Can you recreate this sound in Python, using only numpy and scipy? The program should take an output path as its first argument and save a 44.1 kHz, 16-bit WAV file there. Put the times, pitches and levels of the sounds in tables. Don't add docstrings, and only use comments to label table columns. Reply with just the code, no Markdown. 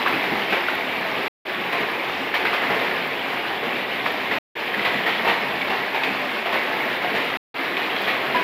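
import sys
import numpy as np
from scipy import signal
from scipy.fft import rfft, irfft, next_fast_len
from scipy.io import wavfile
from scipy.ndimage import uniform_filter1d, map_coordinates

SR = 44100
rng = np.random.default_rng(int(sys.argv[2]) if len(sys.argv) > 2 else 0)


def wav_out(sig):
    wavfile.write(sys.argv[1], SR, np.round(np.clip(np.atleast_2d(sig).T, -1, 1) * 32767).astype(np.int16))


def natural_amplitude(level_db):
    exponent = np.asarray(level_db, float) / 20
    return 10 ** exponent


N = 371763

# f/Hz, density/(dB per Hz)
POUR_SPECTRUM = [(260, -32), (450, -5), (567, -4), (714, -2), (1050, -4.5), (1340, -8.5), (1800, -2.5),
                 (2240, -2), (3550, -11.5), (5110, -25), (6200, -36.5), (7620, -38), (8200, -30),
                 (10700, -70), (18000, -120)]
# f/Hz, density/(dB per Hz)
SPRAY_SPECTRUM = [(4880, -41), (8300, -11), (8770, -16.5), (10000, -9), (11600, -9.5), (13500, -3.5),
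                  (14400, -4), (15600, -11.5)]


def unit(x):
    return x / np.sqrt(np.mean(x ** 2) + 1e-20)


def along(points, hz):
    f, v = np.transpose(points)
    return np.interp(np.log(hz + 1), np.log(f + 1), v)


def resonances_db(rows, hz):
    return sum(db / (1 + (2 * (hz - centre) / width) ** 2) for centre, width, db in rows)


def swells_db(rows, half_width_s):
    t = np.arange(N) / SR
    return sum(db * np.exp(-.5 * ((t - s) / half_width_s) ** 2) for s, db in rows)


def tinted(x, spectrum):
    # f/Hz, width/Hz, level/dB
    hollows = [(139.8, 33, 6), (187.6, 32, 1.5), (264, 10, 3.5), (405, 35, -1), (700, 51, 0.5),
               (870, 36, 1), (1085, 28, 1.5), (1286, 240, 2), (1700, 15, 1.5)]
    m = next_fast_len(N + 8192)
    z, hz = rfft(x, m), np.fft.rfftfreq(m, 1 / SR)
    own = np.sqrt(np.abs(uniform_filter1d(np.abs(z) ** 2, size=1500)) + 1e-20)
    target = natural_amplitude(along(spectrum, hz) + resonances_db(hollows, hz))
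    return unit(irfft(z / own * target, m)[:N])


def bubbles(start_s, hz, cycles, size, rise, length):
    t = np.arange(length) / SR
    life_s = (cycles / hz)[:, None]
    phase = 2 * np.pi * hz[:, None] * (t + rise * t * t / (2 * life_s))
    attack = 1 - np.exp(-t * hz[:, None] * 2)
    wave = size[:, None] * np.sin(phase) * np.exp(-3 * t / life_s) * attack
    at = (start_s * SR).astype(int)[:, None] + np.arange(length)
    return np.bincount(at.ravel(), wave.ravel(), N + length)[:N]


def swarm(low_hz, high_hz, cycles, spread_db, count, length):
    u = rng.random((count, 4))
    hz = low_hz * (high_hz / low_hz) ** u[:, 1]
    size = natural_amplitude(-spread_db * np.log(1 - .97 * u[:, 2]))
    return unit(bubbles(u[:, 0] * N / SR, hz, cycles * (.5 + u[:, 3]), size, 0.22, length))


def cave(x, wet_db):
    # f/Hz, t60/s
    decay = [(150, 0.59), (1000, 0.66), (4000, 0.78), (15000, 0.17)]
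    step = SR // 6
    out = np.zeros(N + SR)
    hz, t, z = signal.stft(rng.standard_normal((N // step + 1, SR // 3)), SR, nperseg=256)
    tails = signal.istft(z * natural_amplitude(-60 * t / along(decay, hz)[:, None]), SR, nperseg=256)[1]
    for k, tail in enumerate(tails):
        echo = signal.fftconvolve(x[k * step:(k + 1) * step], tail / np.linalg.norm(tail))
        out[k * step + 200:][:len(echo)] += echo
    return x + natural_amplitude(wet_db) * out[:N]


def stream(grains, spectrum, wet_db, wash, size):
    near = unit(tinted(cave(grains, wet_db), spectrum))
    far = tinted(rng.standard_normal(N), spectrum)
    x = tinted(near + wash * far, spectrum)
    power = uniform_filter1d(uniform_filter1d(x * x, size), size)
    return x / np.sqrt(np.abs(power) + 1e-9)


def pour():
    # t/s, level/dB
    flow = [(0, -22.5), (.45, -24.5), (.75, -25), (1.27, -25), (1.6, -26.5), (1.9, -25.5), (2.3, -26.5),
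            (2.75, -24), (3.1, -26.5), (3.6, -26), (4.3, -25.5), (4.7, -26), (4.95, -24), (5.5, -25.5),
            (6.4, -26), (6.85, -24), (7.3, -25), (8.43, -24.5)]
    # t/s, level/dB
    lulls = [(.045, -2), (.47, -2), (1.7, -0.5), (2.32, -1.5), (2.41, 0.5), (2.5, -1), (2.6, -1.5),
             (3.43, -1.5), (3.6, -2), (3.87, -1.5), (4.03, -1.5), (4.29, -0.5), (4.72, -1), (5.04, -1.5),
             (5.14, -2), (5.6, -0.5), (5.92, -1), (6.01, -0.5), (6.44, -2), (6.5, -1), (7.0, -2),
             (7.75, -1.5), (8.06, 0.5), (8.32, -1)]
    # t/s, swell of the gurgle/dB
    glugs = [(.15, 5.5), (.33, 6), (.535, 6), (1.05, 0), (1.2, 4), (1.6, 3), (1.82, 5.5), (2.46, 6),
             (2.7, 4), (2.9, 3.5), (3.66, 4.5), (3.76, 3), (4.07, 1.5), (4.33, 4), (4.77, 0.5), (4.95, 3),
             (5.28, 5.5), (5.5, 1), (5.72, 3.5), (6.11, 6), (6.54, 3), (7.15, 5), (7.74, 3.5), (8.365, 6)]
    # f/Hz, density/(dB per Hz)
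    gurgle_spectrum = [(15, -72), (25, -53.5), (64, -15), (102, -11.5), (134, -10), (163, -7), (193, -1.5),
                       (403, 4.5), (550, -5), (720, -38), (1210, -120)]
    flutter_db, flutter_per_s = 0.43, 14
    gurgle_rel_db, spray_rel_db = -9.5, -25
    spray_growth = 1.1

    t = np.arange(N) / SR
    flow_db = np.interp(t, *np.transpose(flow))
    flow_db = flow_db + flutter_db * map_coordinates(rng.standard_normal(300), [t * flutter_per_s])
    flow_db = flow_db + swells_db(lulls, half_width_s=0.016)
    gurgle_db = flow_db + gurgle_rel_db + swells_db(glugs, half_width_s=0.025)
    mean_db = flow_db.mean()
    spray_db = mean_db + spray_rel_db + spray_growth * (flow_db - mean_db)

    mid = swarm(401.0, 7970, 7.86, 4.2, count=14000, length=300)
    large = swarm(59.6, 607, 6.0, 0.71, count=1600, length=2000)
    droplets = swarm(8000, 16000, 1.2, 3.6, count=12000, length=30)
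    body = stream(mid, POUR_SPECTRUM, wet_db=-1.0, wash=0.87, size=2500)
    deep = stream(large, gurgle_spectrum, wet_db=2.0, wash=0.92, size=4000)
    fizz = stream(droplets, SPRAY_SPECTRUM, wet_db=3.0, wash=0.81, size=1500)
    return natural_amplitude(flow_db) * body + natural_amplitude(gurgle_db) * deep + natural_amplitude(spray_db) * fizz


def whine():
    # t/s, level/dB rms
    tone_swells = [
        (0, -42.5),
        (1.75, -46.5),
        (7.7, -50),
    ]
    tone_hz, rest_db, fade_db_per_s = 3957, -65, 71
    t = np.arange(N) / SR
    level = natural_amplitude(rest_db) + sum(natural_amplitude(db - fade_db_per_s * np.abs(t - s)) for s, db in tone_swells)
    return np.sqrt(2) * level * np.sin(2 * np.pi * tone_hz * t)


def drops():
    # t/s, peak/dB
    ticks = [(0.0252, -34.5), (0.0841, -28), (0.33, -36), (0.62, -35), (0.6822, -34.5), (0.7516, -32.5),
             (1.233, -34.5), (1.73, -31.5), (1.8127, -35), (1.9179, -36.5), (2.3455, -34.5), (2.9366, -40),
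             (3.0738, -33.5), (3.1611, -44), (3.8126, -43), (4.1199, -33.5), (4.7455, -37.5), (5.2549, -35),
             (5.8261, -43), (6.3149, -37.5), (6.5634, -37), (6.6337, -32.5), (6.8208, -32), (7.2498, -33),
             (7.3446, -38.5), (7.6045, -37), (8.0191, -31), (8.0739, -34.5)]
    decay_s = 0.0027
    swell, t = np.zeros(N + SR), np.arange(SR // 50) / SR
    for start_s, db in ticks:
        swell[round(start_s * SR):][:len(t)] += natural_amplitude(db - 6) * np.exp(-t / decay_s)
    return swell[:N] * tinted(rng.standard_normal(N), SPRAY_SPECTRUM)


def plunges():
    # t/s, peak/dB, main bubble f/Hz, life/s
    lumps = [(0.06, -10.5, 1250, .033), (0.239, -14, 1940, 0.02), (0.496, -15.5, 2080, 0.062),
             (0.523, -11.5, 1533, .04), (0.683, -10.5, 1430, 0.02), (1.723, -10, 1032, .045),
             (1.779, -16, 470, .056), (2.341, -8, 2260, .035), (2.449, -11, 2000, 0.064),
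             (2.529, -9, 1210, 0.031), (2.619, -14, 1055, .06), (2.699, -12, 438, .04),
             (2.809, -14, 1825, .084), (3.63, -15.5, 470, .07), (4.058, -11.5, 2330, 0.032),
             (4.311, -11.5, 2020, .061), (4.849, -7, 1970, 0.034), (5.061, -9, 1880, 0.055),
             (5.246, -10, 1110, 0.05), (5.275, -8, 926, 0.043), (5.7, -11, 755, 0.061),
             (5.944, -9, 897, .04), (6.034, -8.5, 2510, 0.022), (6.457, -11.5, 653, .027),
             (6.525, -9, 1070, .06), (7.017, -12.5, 805, 0.036), (7.149, -11.5, 1816, 0.047),
             (7.768, -14.5, 2230, .04), (8.077, -10, 1900, 0.04), (8.347, -11, 980, .05)]
    main_db, cloud_db, gush_db = -15, -18, -13
    mist_db = -28.5
    split_hz, lean_db_per_octave = 1640, 1.5
    s, db, hz, life_s = np.transpose(lumps)
    life_s = np.clip(life_s, .005, .2)
    main = bubbles(s, hz, 1.8 * life_s * hz, natural_amplitude(db + main_db), 0.041, 3500)

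    u = rng.random((len(s), 3, 12))
    born_s = s[:, None] - .4 * life_s[:, None] * np.log(1 - .9 * u[:, 0])
    pitch_hz = np.clip(hz[:, None] * 1.8 ** (2 * u[:, 1] - .8), 150, 4000)
    sizes = natural_amplitude(db + cloud_db)[:, None] * (0.26 + u[:, 2])
    cycles = np.full(pitch_hz.size, 8.)
    cloud = bubbles(born_s.ravel(), pitch_hz.ravel(), cycles, sizes.ravel(), 0.36, 1500)

    swell, t = np.zeros((2, N + SR)), np.arange(SR // 4) / SR
    rise = 1 - np.exp(-t / .001)
    lean_db = lean_db_per_octave * np.log2(hz / split_hz)
    for start_s, level_db, lean, span_s in zip(s, db + gush_db, lean_db, life_s):
        envelope = np.exp(-(t / (1.05 * span_s)) ** 1.5) * rise
        level = natural_amplitude(level_db + np.array([[-lean], [lean]]))
        swell[:, round(start_s * SR):][:, :len(t)] += level * envelope
    colour = POUR_SPECTRUM[:-2] + [(f, d + mist_db) for f, d in SPRAY_SPECTRUM[2:]]
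    noise = tinted(rng.standard_normal(N), colour)
    low = signal.sosfiltfilt(signal.butter(2, split_hz, fs=SR, output='sos'), noise)
    gush = swell[0, :N] * low + swell[1, :N] * (noise - low)
    return cave(main + cloud + gush, wet_db=-3.0)


def pops():
    # t/s, peak/dB, f/Hz
    bursts = [(0.063, -4, 1078), (0.075, -4, 1610), (0.356, -8, 810), (0.525, -10.5, 1500),
              (0.685, -7, 1410), (2.097, -11.5, 854), (2.34, -9.5, 1690), (2.453, -6, 1490),
              (2.466, -13.5, 2300), (2.353, -7, 1890), (4.062, -8, 1160), (4.314, -10.5, 1860),
              (4.746, -8.5, 1930), (4.795, -9.5, 1960), (4.853, -12, 2020), (4.944, -9, 1825),
              (5.063, -21, 1890), (5.197, -17.5, 870), (5.275, -7, 887), (5.297, -12, 2440),
              (5.617, -9.5, 2160), (5.947, -17, 1730), (6.036, -10, 2400), (6.245, -9.5, 700),
              (6.46, -14, 735), (6.557, -8, 925), (7.02, -13, 1890), (7.769, -13, 2420), (7.964, -8, 2080),
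              (8.079, -10, 733)]
    # t/s, level/dB, f/Hz, life/s
    pockets = [(8.346, -19, 992, .2), (8.36, -22, 1650, .12), (0.57, -22, 560, 0.049),
               (1.05, -27.5, 650, 0.28), (6.2, -31.5, 590, 0.41), (6.46, -27, 690, 0.092),
               (.318, -20, 212, 0.055), (0.31, -23.5, 816, .05), (5.5, -26, 662, .05),
               (6.859, -23.5, 660, 0.061), (7.045, -21, 720, 0.087), (4.77, -25.5, 215, 0.072),
               (4.95, -27.5, 200, 0.09), (2.2, -29.5, 270, .15)]
    slap_db, slap_s = -7, 0.0014
    s, db, hz = np.transpose(bursts)
    short = bubbles(s, hz, .009 * hz, natural_amplitude(db - 4), .15, 600)
    twin = bubbles(s + .001, 1.5 * hz, .008 * hz, natural_amplitude(db - 10), .15, 600)
    slap = bubbles(s, 1.25 * hz, 3 * slap_s * hz, natural_amplitude(db + slap_db), .1, 600)
    s, db, hz, life_s = np.transpose(pockets)
    hum = bubbles(s, hz, life_s * hz, natural_amplitude(db), 0.0047, SR // 3)
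    return short + twin + slap + hum


def scene():
    return (pour() + whine() + drops() + plunges() + pops())[None]


def top_cut(x):
    return signal.sosfilt(signal.butter(12, 15730, fs=SR, output="sos"), x)


def record(dry):
    # f/Hz, width/Hz, level/dB
    notch = (8220, 270, -39.5)
    # low f/Hz, high f/Hz
    band_hz = (45, 15730)
    # t lost/s, t back/s
    dropouts = [
        (1.2812, 1.4508),
        (4.3852, 4.5525),
        (7.3715, 7.5410),
    ]
    cut_s, fade_s = 0.00034, .003
    recover_db, recover_s = -4.5, 0.031
    hz, t = np.fft.rfftfreq(N, 1 / SR), np.arange(N) / SR
    gain = np.ones(N)
    for lost_s, back_s in dropouts:
        since_s = np.clip(t - back_s, 0, 1)
        cut = np.clip(1 - np.clip(t - lost_s, 0, 1) / cut_s, 0, 1)
        fade = (1 - 0.62 * np.exp(-since_s / 0.01)) * np.clip(since_s / fade_s, 0, 1)
        recovery = natural_amplitude(recover_db * np.exp(-since_s / recover_s))
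        gain *= np.where(t < back_s, cut, fade * recovery)
    band = (hz < band_hz[1]) / (1 + (band_hz[0] / (hz + 1)) ** 4)
    x = irfft(rfft(dry) * natural_amplitude(resonances_db([notch], hz)) * band, N)
    return top_cut(x * gain)


dry = scene()
out = record(dry)
wav_out(out)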